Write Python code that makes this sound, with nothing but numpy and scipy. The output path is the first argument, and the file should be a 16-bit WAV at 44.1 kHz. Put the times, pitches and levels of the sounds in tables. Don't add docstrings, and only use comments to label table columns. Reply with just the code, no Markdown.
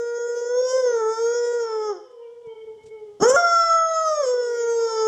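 import sys
import numpy as np
from scipy import signal
from scipy.fft import rfft, irfft, next_fast_len
from scipy.io import wavfile
from scipy.ndimage import uniform_filter1d, map_coordinates

SR = 44100
rng = np.random.default_rng(int(sys.argv[2]) if len(sys.argv) > 2 else 0)


def waveform_to_disk(signal):
    frames = np.transpose(np.atleast_2d(signal))
    scaled = np.clip(frames, -1, 1) * 32767
    samples = np.round(scaled).astype(np.int16)
    wavfile.write(sys.argv[1], SR, samples)


def to_linear_factor(level_db):
    exponent = np.asarray(level_db, float) / 20
    return 10 ** exponent


N = 223807
TIME = np.arange(N) / SR

# columns freq_hz, level_db
NOSE = [(3900, -51), (4500, -18), (5000, -12), (5400, 6), (5900, -15.5), (6500, 2.5), (7400, -13),
        (8200, -27), (9300, -33.5), (10400, -47.5), (11800, -39.5), (13000, -50.5), (14200, -46),
        (15800, -59)]
# columns freq_hz, level_db
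WIDE = [(700, 4.5), (1300, -3.5), (1800, -19.5), (2200, -29.5), (2600, -36), (3100, -17), (3500, -28),
        (3900, -38), (9000, -120)]


def unit(x):
    return x / np.sqrt(np.mean(x ** 2) + 1e-20)


def along(points, hz):
    f, v = np.transpose(points)
    return np.interp(np.log(hz + 1), np.log(f + 1), v)


def curves(rows, fade):
    s, *cols = np.transpose(rows)
    opening = TIME - s[0] + fade * (s[0] < fade)
    closing = s[-1] + fade - TIME
    gate = np.clip(np.minimum(opening, closing) / fade, 0, 1)
    return [gate] + [np.interp(TIME, s, c) for c in cols]


def wobble(rate, count=1, on=slice(None)):
    knots = rng.standard_normal((count, int(N * rate / SR) + 4))
    return np.array([map_coordinates(k, [TIME[on] * rate], order=2) for k in knots])


def hiss(spectrum):
    m = next_fast_len(N + 8192)
    white = rfft(rng.standard_normal(m))
    colour = to_linear_factor(along(spectrum, np.fft.rfftfreq(m, 1 / SR)))
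    return unit(irfft(white * colour, m)[:N])


def sags(rows, half_s):
    return to_linear_factor(-sum(db * np.exp(-((TIME - s) / half_s) ** 2) for s, db in rows))


def levelled(gain, waves):
    rms = np.sqrt((gain ** 2).sum(0)) + 1e-9
    return (gain * waves).sum(0) / uniform_filter1d(rms, size=2000)


def overtones(hz, flicker_db, rate, on, count):
    k = np.arange(1, count + 1)[:, None]
    turns = k * np.cumsum(hz[on]) / SR + rng.random((count, 1))
    waves = np.sqrt(2) * np.sin(2 * np.pi * turns)
    flicker = to_linear_factor(flicker_db * wobble(rate, count=count, on=on))
    return waves, flicker, k * hz[on]


def walls(hz):
    # columns freq_hz, depth_db, half_width_hz
    nulls = [(451.1, 14, 3.7), (510.9, 13.5, 2.6), (605, 7.5, 3), (668.8, 5, 7.6), (943, 9, 2.3),
             (965, 7, 2.1), (1009, 15.5, 4), (1301.4, 5, 4.7), (1371, 3, 14), (1388, 15.5, 3),
             (1516, 9, 24), (1900, 8.5, 8), (1957, 12, 2.7)]
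    return to_linear_factor(-sum(db / (1 + ((hz - at) / half) ** 2) for at, db, half in nulls))


def echo(x, wet):
    # columns freq_hz, t60_s
    decay = [(200, 0.48), (1000, 0.59), (2000, 0.81), (4000, 0.89), (10000, 0.083)]
    hz, t, z = signal.stft(rng.standard_normal(SR // 2), SR, nperseg=256)
    fall = to_linear_factor(-60 * t / along(decay, hz)[:, None])
    energy = fall.shape[1] * np.mean(fall ** 2, 1, keepdims=True) * 128
    fall = fall * to_linear_factor(along(wet, hz))[:, None] / np.sqrt(energy)
    answer = signal.istft(z * fall, SR, nperseg=256)[1]
    return signal.fftconvolve(np.pad(x, (400, 0)), answer)[:N]


def quiet_room():
    # columns start_s, rumble_db, hum_db
    gain = [
        (0, -13.5, -77.5),
        (1.95, -12, -82.5),
        (2.3, -8, -81),
        (2.6, 2.5, -92),
        (3.2, 8, -68),
        (3.45, 12, -85),
        (3.55, -17, -97),
        (5.07, -8.5, -89),
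    ]
    # columns freq_hz, level_db_per_hz
    rumble_colour = [(15, -22), (40, -10), (120, -4.5), (300, -6.5), (600, -24.5), (900, -56.5)]
    # columns freq_hz, level_db_per_hz
    hiss_colour = [(200, -20), (500, 1.5), (1300, -14.5), (1700, -14.5), (2600, -20.5), (3200, -10.5),
                   (4000, -19.5), (5500, -16.5), (8000, -21), (11000, -29.5), (15500, -42)]
    _, gain_db, hum_db = curves(gain, fade=.01)
    hum = to_linear_factor(hum_db + 1.6 * wobble(5.4)[0]) * np.sin(2 * np.pi * 120 * TIME)
    rumble = to_linear_factor(-72.0 + gain_db + 3.3 * np.tanh(wobble(9)[0])) * hiss(rumble_colour)
    return rumble + to_linear_factor(-66.5 + 0.18 * gain_db) * hiss(hiss_colour) + hum


def bed():
    # columns start_s, peak_db, pitch_hz
    thumps = [
        (2.471, -41.5, 152),
        (2.841, -45, 108.9),
        (2.87, -46, 130),
        (3.213, -23.5, 166),
        (3.342, -32, 110),
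    ]
    # columns start_s, peak_db
    tick_times = [(2.1111, -59), (2.1586, -69), (2.345, -69), (2.466, -59), (2.8338, -53), (2.863, -46.5),
                  (2.8814, -53)]
    out, t = np.zeros(N + SR), np.arange(SR // 8) / SR
    for s, db, hz in thumps:
        swell = to_linear_factor(db - 60 * t / 0.046) * (1 - np.exp(-t / 0.0014))
        out[round(s * SR):][:len(t)] += swell * np.sin(2 * np.pi * hz * t * (1 - 4.4 * t))
    rustle = hiss([(1500, -3), (3500, 3.5), (8000, 5), (12000, -18), (16000, -41)])
    ticks = sum(to_linear_factor(db - 12) * np.exp(-((TIME - s - .004) / 0.0086) ** 2) for s, db in tick_times)
    return out[:N] + ticks * rustle


def far_dog(rows, voice, waver):
    gate, hz, db = curves(rows, fade=.07)
    on = gate > 0
    waves, flicker, at = overtones(hz * (1 + waver * wobble(35)[0]), 5.95, 22, on, count=13)
    flicker[0] = 1
    out = np.zeros(N)
    out[on] = (flicker * to_linear_factor(along(voice, at)) * waves).sum(0)
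    return gate * to_linear_factor(db) * out


def far_pack():
    # columns start_s, pitch_hz, level_db
    low = [(2.06, 485, -42), (2.12, 481, -50), (2.22, 465, -42), (2.44, 474, -45.5), (2.48, 448.4, -39.5),
           (2.8, 436, -44), (2.94, 440.5, -40.5), (3.1, 414.5, -45.5), (3.17, 412.6, -53)]
    low_late = [(4.36, 393.4, -63.5), (4.48, 429, -42), (4.6, 442, -42), (4.75, 456, -42.5),
                (4.9, 510, -47)]
    high = [(1.35, 539, -63), (1.8, 522, -50.5), (2.1, 510, -54.5), (2.42, 485.5, -56.5), (2.8, 464, -67)]
    high_end = [(4.7, 457.4, -60.5), (4.8, 486, -49), (4.88, 513.5, -49), (5.07, 511, -48.5)]
    # columns freq_hz, level_db
    low_voice = [(440, 4), (880, -19), (1320, -32.5), (1760, -49.5), (2200, -25), (2640, -56), (3090, -30),
                 (3520, -64.5), (5400, -51.5), (7000, -59)]
    high_voice = [(500, 0.5), (1000, -8), (1500, -30.5), (2500, -48.5), (3100, -19.5), (4000, -51)]
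    # columns start_s, depth_db
    falters = [(2.345, 10), (2.405, 13), (2.435, 8), (2.548, 12), (2.661, 29), (2.769, 15), (2.898, 27),
               (3.05, 15)]
    pack = sags(falters, half_s=0.0091) * far_dog(low, low_voice, .006)
    pack = pack + far_dog(low_late, low_voice, .005)
    pack = pack + far_dog(high, high_voice, .009) + far_dog(high_end, high_voice, .005)
    return pack + echo(pack, [(500, -5), (3000, -1)])


def catches():
    # columns start_s, puff_db
    puff_times = [(3.205, -30.5), (3.226, -19.5), (3.295, -37), (3.337, -40.5), (3.361, -43)]
    puffs = sum(to_linear_factor(db) * np.exp(-((TIME - s) / 0.0042) ** 2) for s, db in puff_times)
    throat = hiss([(60, -37), (250, 12.5)] + WIDE)
    sizzle = hiss([(6000, -40.5), (8000, -0.5), (12000, -11.5), (15500, -18.5)])
    return puffs * (throat + to_linear_factor(-12.5) * hiss(NOSE) + to_linear_factor(-31) * sizzle)


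def released(rows):
    release_s, sag_hz, die_db, nose_shuts_db = 0.1, 81.2, 27.5, 13
    s, hz, db, pressing_db = rows[-1]
    halfway = (s + .5 * release_s, hz - .8 * sag_hz, db - 0.51 * die_db, pressing_db)
    end = (s + release_s, hz - sag_hz, db - die_db, pressing_db - nose_shuts_db)
    return rows + [halfway, end]


def howl(rows, tract, breath_db, side_db, fade, open_db, inertia, stretch=0):
    # columns freq_hz, level_over_effort_db
    octave_gain = [(600, -8.5), (850, -11.5), (920, -18), (965, -23), (1030, -20), (1200, -9.5),
                   (1270, 1.5), (1400, 10.5)]
    # columns third_overtone_hz, level_over_effort_db
    third_gain = [(900, -21), (1270, -12), (1350, -12), (1500, -21), (1830, -28), (1950, -19),
                  (2100, -19.5)]
    # columns start_s, depth_db
    falters = [(.053, 3.5), (.189, 7.5), (.282, 8.5), (.357, 7.5), (.409, 7.5), (.451, 8), (.487, 6),
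               (.564, 4.5), (.62, 10), (.728, 9), (.775, 6.5), (.795, 1), (.86, 7), (.92, 11.5),
               (1.342, 6.5), (1.463, 4.5), (1.53, 7), (3.335, 4.5), (3.42, 5), (4.17, 2), (4.19, 8),
               (4.225, 9), (4.254, 3.5), (4.343, -3.5), (4.373, 6.5), (4.418, 7.5), (4.565, 9),
               (4.578, 4.5)]
    gate, hz, effort_db, pressing_db = curves(rows, fade)
    hz, on = uniform_filter1d(hz, size=inertia), gate > 0
    octave_db = effort_db + open_db + along(octave_gain, 2 * hz)
    mouth_db = effort_db + open_db + along(third_gain, 3 * hz)
    ring_db = effort_db + pressing_db

    slide = np.clip(uniform_filter1d(np.abs(np.gradient(hz)) * SR / hz, size=1500), 0, 3)
    drift = (.001 + .0015 * slide) * wobble(60)[0]
    roughness = (.0006 + .001 * (hz > 600) + .006 * np.minimum(slide, 1.5)) * wobble(250)[0]
    waves, flicker, at = overtones(hz * (1 + drift + roughness), 5, 11, on, count=32)
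    flicker[:2] = 0
    room = walls(np.arange(1, 4)[:, None] * hz[on])
    mouth = np.sqrt(flicker) * to_linear_factor(along(tract, at)) * np.clip((2500 - at) / 450, 0, 1)
    throat = flicker * to_linear_factor(along(tract, at)) * np.clip((at - 2200) / 300, 0, 1)
    nose_stretch = 1 + stretch * np.clip((hz[on] - 470) / 45, 0, 1)
    ring = flicker ** 1.04 * to_linear_factor(along(NOSE, at / nose_stretch))

    side = to_linear_factor(side_db - 5 + 3.3 * wobble(8.3, on=on)[0]) * np.clip((560 - hz[on]) / 60, 0, 1)
    side = side * np.sin(2 * np.pi * np.cumsum(.36 * hz[on]) / SR)
    fuzz = to_linear_factor(side_db + 7 + 8 * np.tanh(2 * wobble(13, on=on)[0])) * wobble(150, on=on)[0]
    chest = to_linear_factor(effort_db) * sags(falters, half_s=0.0049)
    out = np.zeros(N)
    out[on] = chest[on] * (room[0] + side + fuzz) * waves[0]
    out[on] += to_linear_factor(octave_db[on]) * room[1] * waves[1]
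    out[on] += to_linear_factor(mouth_db[on]) * room[2] * levelled(mouth, waves)
    ring_and_throat = levelled(ring, waves) + to_linear_factor(-17.5) * levelled(throat, waves)
    out[on] += to_linear_factor(ring_db[on] + 1.6 * wobble(24, on=on)[0]) * ring_and_throat

    loud = np.hypot(to_linear_factor(octave_db), to_linear_factor(mouth_db))
    breath = loud * hiss([(350, -90), (520, -12)] + tract[1:]) + to_linear_factor(ring_db + 8) * hiss(NOSE)
    sizzle = hiss([(6000, -61.5), (7800, -1.5), (10000, -8), (12000, -13), (15500, -29)])
    breath += to_linear_factor(ring_db - 3.0) * np.clip(hz / 700, 0, 1) ** 3 * sizzle
    return gate * (out + to_linear_factor(breath_db + 1.1 * slide + 0.74 * wobble(25)[0]) * breath)


def husky():
    # columns start_s, pitch_hz, effort_db, nasal_pressing_db
    first = [
        (0, 472, -25, -22.5),
        (.47, 479.2, -23, -21),
        (.6, 502.9, -17.5, -20),
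        (.79, 520.6, -15.5, -21.5),
        (1.04, 435.5, -20.5, -25),
        (1.36, 478.8, -19.5, -16.5),
        (1.57, 477.2, -20, -24),
        (1.71, 441.6, -25, -20.5),
        (1.9, 422.1, -23, -23),
    ]
    yelp = [
        (3.202, 298, -53.5, 8),
        (3.209, 329.4, -28.5, -14),
        (3.232, 427.2, -13, -13),
        (3.272, 488.7, -12.5, -23),
        (3.302, 512, -11, -11),
        (3.33, 534.6, -17.5, -19),
        (3.362, 570, -14, -13.5),
    ]
    second = [
        (3.358, 699.8, -22, -10),
        (3.62, 672.1, -23.5, -9.5),
        (4.05, 639.6, -24.5, -13),
        (4.2, 590.8, -20, -18.5),
        (4.265, 501.3, -20, -17),
        (4.55, 473.2, -22, -22),
        (4.85, 458.5, -19.5, -19.5),
        (4.95, 442.8, -22, -14),
        (5.07, 437.6, -19, -18),
    ]
    # columns freq_hz, level_db
    throat = [(410, -56), (700, -7.5), (1020, -13), (1300, -4.5), (1370, -7), (1590, -18.5), (1940, -25.5),
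              (2270, -28.5), (2640, -44), (3500, -20.5), (4300, -53.5), (5590, -67), (9460, -120)]
    # columns freq_hz, level_db
    wet = [(500, -12), (900, -11), (1500, -9.5), (2500, -7.5), (10000, -6.5)]
    voice = howl(released(first), throat, -33, -37, .008, open_db=0, inertia=2000)
    voice = voice + howl(second, throat, -33, -40, .008, open_db=0, inertia=1100)
    voice = voice + howl(yelp, WIDE, -16.5, -39, 0.0033, open_db=4.5, inertia=200, stretch=0.1)
    voice = voice + catches()
    settled = np.minimum(TIME / .06, 1)
    return voice + echo(settled * voice, wet)


def scene():
    return (quiet_room() + bed() + far_pack() + husky())[None]


def top_cut(x):
    return signal.sosfilt(signal.butter(12, 15720, fs=SR, output="sos"), x)


def record(dry):
    return top_cut(dry)


dry = scene()
out = record(dry)
waveform_to_disk(out)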